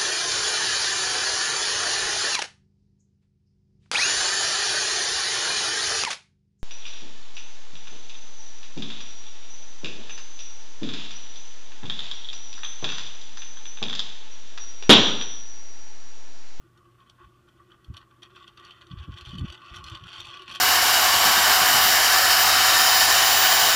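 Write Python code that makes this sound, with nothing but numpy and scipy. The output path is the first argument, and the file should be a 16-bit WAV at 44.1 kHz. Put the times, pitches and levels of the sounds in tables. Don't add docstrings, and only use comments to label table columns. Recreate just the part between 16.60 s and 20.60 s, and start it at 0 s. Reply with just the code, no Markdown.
import sys
import numpy as np
from scipy import signal
from scipy.fft import rfft, irfft, next_fast_len
from scipy.io import wavfile
from scipy.ndimage import map_coordinates

SR = 44100
rng = np.random.default_rng(int(sys.argv[2]) if len(sys.argv) > 2 else 0)


def unload_wav(signal):
    wavfile.write(
        sys.argv[1],
        SR,
        np.round(np.clip(np.atleast_2d(signal).T, -1, 1) * 32767).astype(np.int16),
    )


N = 176400

# frequency in Hz, relative level in dB.
AIR_COLOUR = [(20, -10), (45, -1), (80, 4), (150, 0.5), (260, -5.5), (450, -13.5), (570, -11.5), (800, -19),
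              (2000, -23), (5000, -27), (10000, -30.5), (15000, -34)]
# time in seconds, level in dB.
DRONE_LEVEL = [(0, -72), (2, -63.5), (4, -61.5)]
# time of the peak in seconds, level in dB.
DRONE_FLUCTUATIONS = [(0.058, -59), (.19, -59), (0.286, -60), (0.623, -57), (1.1, -56), (1.732, -56),
                      (2.28, -60), (2.931, -53.5), (3.34, -50), (3.82, -52)]
# start in seconds, length in seconds, level in dB, upper edge in Hz.
AIR_PUFFS = [(0.631, 0.05, -55.5, 74.6), (1.284, 0.024, -39, 126), (1.297, 0.019, -40, 217),
             (1.313, 0.056, -48.5, 134), (2.31, 0.032, -38, 148), (2.361, 0.076, -39.5, 93),
             (2.477, 0.019, -41.5, 342), (2.484, 0.027, -36, 152), (2.512, 0.057, -44, 109),
             (2.607, 0.04, -49.5, 99), (2.671, 0.044, -42, 113), (2.728, 0.076, -38, 237),
             (2.785, 0.028, -35, 183), (2.813, 0.042, -28.5, 181), (2.862, 0.052, -43, 82),
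             (3.112, 0.026, -44, 155), (3.159, 0.13, -49, 170), (3.315, 0.024, -39, 120),
             (3.334, 0.046, -52.5, 129), (3.409, 0.062, -47.5, 145), (3.587, 0.11, -55.5, 116),
             (3.885, 0.079, -58, 264)]
# centre in Hz, width in Hz, lift in dB (centre and lift vary by spot).
HULL_MODES = [(573, 120, 4), (702.5, 20, 11.5), (853, 52, 11), (1111, 160, 12.5), (1478, 205, 8),
              (1933, 194, 8), (2568, 430, 10), (3095, 410, 12.5), (3496, 406, 10.5), (4395, 367, 10.5),
              (5770, 335, 10), (6460, 230, 7.5), (7510, 290, 9.5), (8630, 370, 4.5), (9480, 550, 8),
              (11170, 560, 11.5)]
# frequency in Hz, relative level in dB.
RUB_COLOUR = [(200, -17.5), (450, -31.5), (580, -14), (780, -24.5), (970, -8.5), (1180, 8.5), (1550, -3),
              (2200, -15.5), (4000, -42.5), (15000, -68)]
# frequency in Hz, relative level in dB.
CHATTER_COLOUR = [(300, -40.5), (600, -5.5), (1000, -13), (1500, -2), (2200, -7), (3000, 0.5), (5000, -13),
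                  (7000, -23.5), (10400, -35.5), (15000, -48.5)]
# frequency in Hz, relative level in dB.
TICK_COLOUR = [(300, -23.5), (1200, -6), (2200, -12), (3200, 1), (5500, -13), (7000, -22.5), (10400, -28.5),
               (15000, -36.5)]
# time in seconds, rubbing in dB, chatter in dB, both before the mix trims.
RUNNING_LEVEL = [(0, -66, -77.5), (.8, -64.5, -72), (1.55, -62.5, -72.5), (2.0, -60, -65),
                 (2.5, -54.5, -60), (3.0, -51, -57.5), (3.4, -51, -54), (4, -53.5, -48.5)]
# start in seconds, length in seconds, rubbing in dB,
# chatter in dB, both before the mix trims.
CAM_SCRAPES = [(0.151, 0.045, -58.5, -76), (0.249, 0.011, -56, -70), (0.346, 0.01, -52.5, -78),
               (0.379, 0.057, -58.5, -68.5), (0.458, 0.057, -64, -66), (0.582, 0.075, -53.5, -66),
               (0.878, 0.0086, -51, -72), (0.987, 0.037, -57, -78), (1.096, 0.058, -57, -62.5),
               (1.333, 0.054, -52, -60), (1.397, 0.04, -52, -58), (1.506, 0.016, -55, -63.5),
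               (1.618, 0.055, -53.5, -54), (1.694, 0.035, -55, -59.5), (1.75, 0.1, -51.5, -53),
               (1.868, 0.027, -49.5, -57), (1.975, 0.13, -51, -52.5), (2.112, 0.072, -55, -58),
               (2.207, 0.025, -47.5, -52.5), (2.301, 0.033, -55, -52), (2.368, 0.09, -52, -51.5),
               (2.518, 0.027, -47.5, -47), (2.562, 0.058, -50.5, -47.5), (2.64, 0.12, -52, -47.5),
               (2.77, 0.062, -54, -50), (2.847, 0.11, -56, -48.5), (3.011, 0.21, -60, -51),
               (3.136, 0.056, -45.5, -48), (3.256, 0.037, -50.5, -43.5), (3.307, 0.072, -46.5, -45.5),
               (3.455, 0.081, -63, -45), (3.53, 0.17, -49.5, -43), (3.697, 0.082, -49.5, -46),
               (3.782, 0.03, -49, -52.5), (3.878, 0.1, -48.5, -41)]
# time in seconds, level in dB, hardness as treble lift in dB.
LANDINGS = [(.176, -48.5, 13), (0.405, -48, -5), (0.498, -38.5, 11), (.888, -46.5, 8), (1.119, -40.5, -16),
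            (1.246, -42, 12), (1.341, -45.5, 20), (1.345, -38, -13), (1.369, -30, 11), (1.377, -32.5, 1.5),
            (1.622, -38, 5), (1.629, -34, 3), (1.633, -29.5, 1), (1.76, -39, 6), (1.766, -34, -14),
            (1.879, -32, 5), (1.975, -36, 0), (1.998, -36.5, 4), (2.05, -35, 11), (2.109, -32, 2),
            (2.121, -38, 0), (2.218, -35.5, 5.5), (2.27, -42, 9), (2.315, -31, -6), (2.387, -36.5, -15),
            (2.44, -35, 1), (2.541, -38, 0), (2.579, -31, -1), (2.585, -29, 5), (2.611, -32, 4),
            (2.652, -33, 9.5), (2.66, -32, 2.5), (2.671, -36, 0), (2.686, -37, 4), (2.693, -36, 6),
            (2.708, -36, -1), (2.717, -31.5, -1), (2.744, -32.5, -3), (2.754, -34, -1), (2.784, -24.5, 4.5),
            (2.794, -32.5, 9), (2.811, -37, -4), (2.884, -32.5, 0), (2.902, -27.5, 3), (2.925, -31.5, 5),
            (2.931, -39, 1), (2.977, -35.5, -2), (3.146, -35, -8), (3.154, -32.5, 6), (3.162, -33, 14),
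            (3.168, -28, 3), (3.185, -35, 7), (3.242, -28.5, 11.5), (3.271, -34.5, 3), (3.299, -30.5, 10),
            (3.353, -30, 9), (3.439, -31, 2), (3.472, -34.5, 5), (3.481, -34, -6), (3.491, -29.5, 2),
            (3.55, -29, -14), (3.559, -29.5, -8), (3.602, -27.5, -3), (3.605, -24.5, 10),
            (3.616, -29.5, -1), (3.655, -32, 13), (3.671, -28.5, 2), (3.684, -35, -5), (3.711, -30, -3),
            (3.734, -30.5, -4), (3.772, -30, 5), (3.795, -29, 3), (3.821, -33.5, 3), (3.881, -31, -4),
            (3.916, -27, 7), (3.925, -29, 10), (3.94, -28.5, 15), (3.951, -29, 16), (3.959, -25, 14)]

AIR_DB = -64.5
HUM_HZ, HUM_DB = 120, -65.5
DRONE_HZ, DRONE_WIDTH_HZ = 350.2, 46.3
FLUCTUATION_S = 0.017
PUFF_LOW_HZ, PUFF_EDGE_S = 44, 0.0057
PUFF_TILT = 0.4
ROOM_T60_S, ROOM_DB = 0.062, -4.5
HARD_HZ = 4800
SPOT_SPREAD, MODE_DRIFT = 0.18, 0.015
SPOT_OCTAVES = 0.11
CONTACT_T60_S = 0.0089
GAP_SPREAD = 0.7
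RUB_PER_S, CHATTER_PER_S = 1500, 260
CHATTER_SCATTER_DB = 2
SCRAPE_ATTACK_S, SCRAPE_RELEASE_S = 0.01, 0.016
BRIGHT_FROM_DB, BRIGHT_GROWTH = -52.5, 0.46
RUB_TRIM_DB, CHATTER_TRIM_DB = -3.5, -4.5
TICK_LEAD_S, TICK_DECAY_S = 0.0011, 0.0018
TICK_BODY_S = 0.00021
TOP_HZ = 15400


def amp(db):
    return 10 ** (np.asarray(db) / 20)


def unit(x):
    return x / np.sqrt(np.mean(x ** 2) + 1e-20)


def along(points, hz):
    f, v = np.transpose(points)
    return np.interp(np.log(hz + 1), np.log(f + 1), v)


def curves(rows):
    s, *columns = np.transpose(rows)
    return [np.interp(np.arange(N) / SR, s, column) for column in columns]


def wobble(rate):
    knots = rng.standard_normal(N // 100)
    return map_coordinates(knots, [np.arange(N) * rate / SR], mode="mirror")


def filtered(x, response):
    m = next_fast_len(len(x) + SR // 4)
    hz = np.fft.rfftfreq(m, 1 / SR)
    return irfft(rfft(x, m) * response(hz), m)[:len(x)]


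def gate(start, length, attack, release):
    t = np.arange(N) / SR - start
    rise = np.clip(t / attack + .5, 0, 1)
    fall = np.clip((length - t) / release + .5, 0, 1)
    return rise * fall


def burst(t60, size=8192):
    x = rng.standard_normal(size) * np.exp(-np.log(1000) * np.arange(size) / SR / t60)
    return x / np.linalg.norm(x)


def treble(hz):
    return 1 - 1 / (1 + (hz / HARD_HZ) ** 6)


def background():
    t = np.arange(N) / SR
    air = unit(filtered(rng.standard_normal(N), lambda hz: amp(along(AIR_COLOUR, hz))))
    hum = np.sqrt(2) * np.sin(2 * np.pi * HUM_HZ * t)

    def drone_band(hz):
        return 1 / (1 + (2 * (hz - DRONE_HZ) / DRONE_WIDTH_HZ) ** 2)

    drone = unit(filtered(rng.standard_normal(N), drone_band))
    fluctuation = sum(amp(db) * np.exp(-((t - s) / FLUCTUATION_S) ** 2) for s, db in DRONE_FLUCTUATIONS)
    tone = np.sqrt(2) * np.sin(2 * np.pi * DRONE_HZ * t + 1.9 * wobble(25))
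    drone_level = amp(curves(DRONE_LEVEL)[0])
    return amp(AIR_DB) * air + amp(HUM_DB) * hum + drone_level * drone + fluctuation * tone


def draught(size=16384):
    out = np.zeros(N + SR)
    t = np.arange(size) / SR
    for start, length, db, edge_hz in AIR_PUFFS:
        def band(hz):
            low_cut = 1 - 1 / (1 + (hz / PUFF_LOW_HZ) ** 4)
            high_cut = 1 / np.sqrt(1 + (hz / edge_hz) ** 9)
            return low_cut * high_cut / (hz + 1) ** PUFF_TILT

        to_edge = np.minimum(t, length + PUFF_EDGE_S - t)
        shape = np.sin(np.pi / 2 * np.clip(to_edge / PUFF_EDGE_S, 0, 1)) ** 2
        swirl = signal.hilbert(filtered(rng.standard_normal(2 * size), band))[size // 2:][:size]
        steadied = swirl.real / np.abs(swirl) ** 0.094
        puff = filtered(shape * steadied, lambda hz: 1 - 1 / (1 + (hz / 33) ** 4))
        puff *= np.sqrt(length * SR / np.sum(puff ** 2))
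        out[round((start - PUFF_EDGE_S / 2) * SR):][:size] += amp(db) * puff
    return out[:N]


def room(x, count=40):
    out = np.zeros(N + SR)
    for part in np.array_split(np.arange(N), count):
        echo = signal.fftconvolve(x[part], burst(ROOM_T60_S))
        out[part[0]:][:len(echo)] += echo
    return out[:N]


def ring(colour, hard_db=0, size=2048):
    hz = np.fft.rfftfreq(size, 1 / SR)
    stir = 1 + SPOT_SPREAD * rng.standard_normal(len(HULL_MODES))
    drift = 1 + MODE_DRIFT * rng.standard_normal(len(HULL_MODES))
    shift = 2 ** (SPOT_OCTAVES * rng.uniform(-1, 1))
    db = along(colour, hz * shift) + hard_db * treble(hz)
    for g, d, (f, width, lift) in zip(stir, drift, HULL_MODES):
        db = db + g * lift / (1 + (2 * (hz - f * d) / width) ** 4)
    cepstrum = irfft(np.log(amp(db)))
    cepstrum[1:size // 2] *= 2
    cepstrum[size // 2 + 1:] = 0
    return irfft(np.exp(rfft(cepstrum)))


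def impacts(level, per_s, colour, scatter_db, count=24, size=16000):
    gaps = 1 + GAP_SPREAD * rng.uniform(-1, 1, size)
    at = (np.cumsum(gaps) * SR / per_s).astype(int)
    scatter = amp(scatter_db * np.clip(rng.standard_normal(N), -2, 2))
    bounces = np.bincount(at[at < N], minlength=N) * scatter
    bounces = unit(bounces * rng.choice([-1, 1], N)) * level
    spot = rng.integers(count, size=N)
    out = np.zeros(N)
    for k in range(count):
        answer = signal.fftconvolve(ring(colour), burst(CONTACT_T60_S, size=1024))
        out += signal.oaconvolve(bounces * (spot == k), answer / np.linalg.norm(answer))[:N]
    return out


def followers():
    rub_power, chatter_power = amp(curves(RUNNING_LEVEL)) ** 2
    for start, length, rub_db, chatter_db in CAM_SCRAPES:
        shape = gate(start, length, SCRAPE_ATTACK_S, SCRAPE_RELEASE_S) ** 2
        rub_power = rub_power + shape * amp(rub_db) ** 2
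        chatter_power = chatter_power + shape * amp(chatter_db) ** 2
    rub_level = np.sqrt(rub_power) * amp(0.29 * wobble(40))
    rubbing = impacts(rub_level, RUB_PER_S, RUB_COLOUR, scatter_db=0)
    chatter_level = np.sqrt(chatter_power) * amp(2.0 * wobble(60))
    chatter = impacts(chatter_level, CHATTER_PER_S, CHATTER_COLOUR, CHATTER_SCATTER_DB)
    lift_db = BRIGHT_GROWTH * np.maximum(10 * np.log10(chatter_power) - BRIGHT_FROM_DB, 0)
    chatter = chatter + (amp(lift_db) - 1) * filtered(chatter, treble)
    return amp(RUB_TRIM_DB) * rubbing + amp(CHATTER_TRIM_DB) * chatter


def ticks(size=1024):
    out = np.zeros(N + SR)
    t = (np.arange(size) - size // 2) / SR
    shape = np.exp(np.minimum(t / TICK_LEAD_S, -t / TICK_DECAY_S))
    for s, db, hard_db in LANDINGS:
        answer = ring(TICK_COLOUR, hard_db)
        grind = shape * rng.standard_normal(size)
        tick = signal.fftconvolve(answer, grind)
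        tick *= np.sqrt(TICK_BODY_S * SR / np.sum(tick ** 2))
        out[round(s * SR) - size // 2:][:len(tick)] += amp(db) * tick
    return out[:N]


def scene():
    toy = followers() + ticks()
    return (toy + amp(ROOM_DB) * room(toy) + draught() + background())[None]


def record(dry):
    return np.array([filtered(x, lambda hz: hz < TOP_HZ) for x in dry])


dry = scene()
out = record(dry)
unload_wav(out)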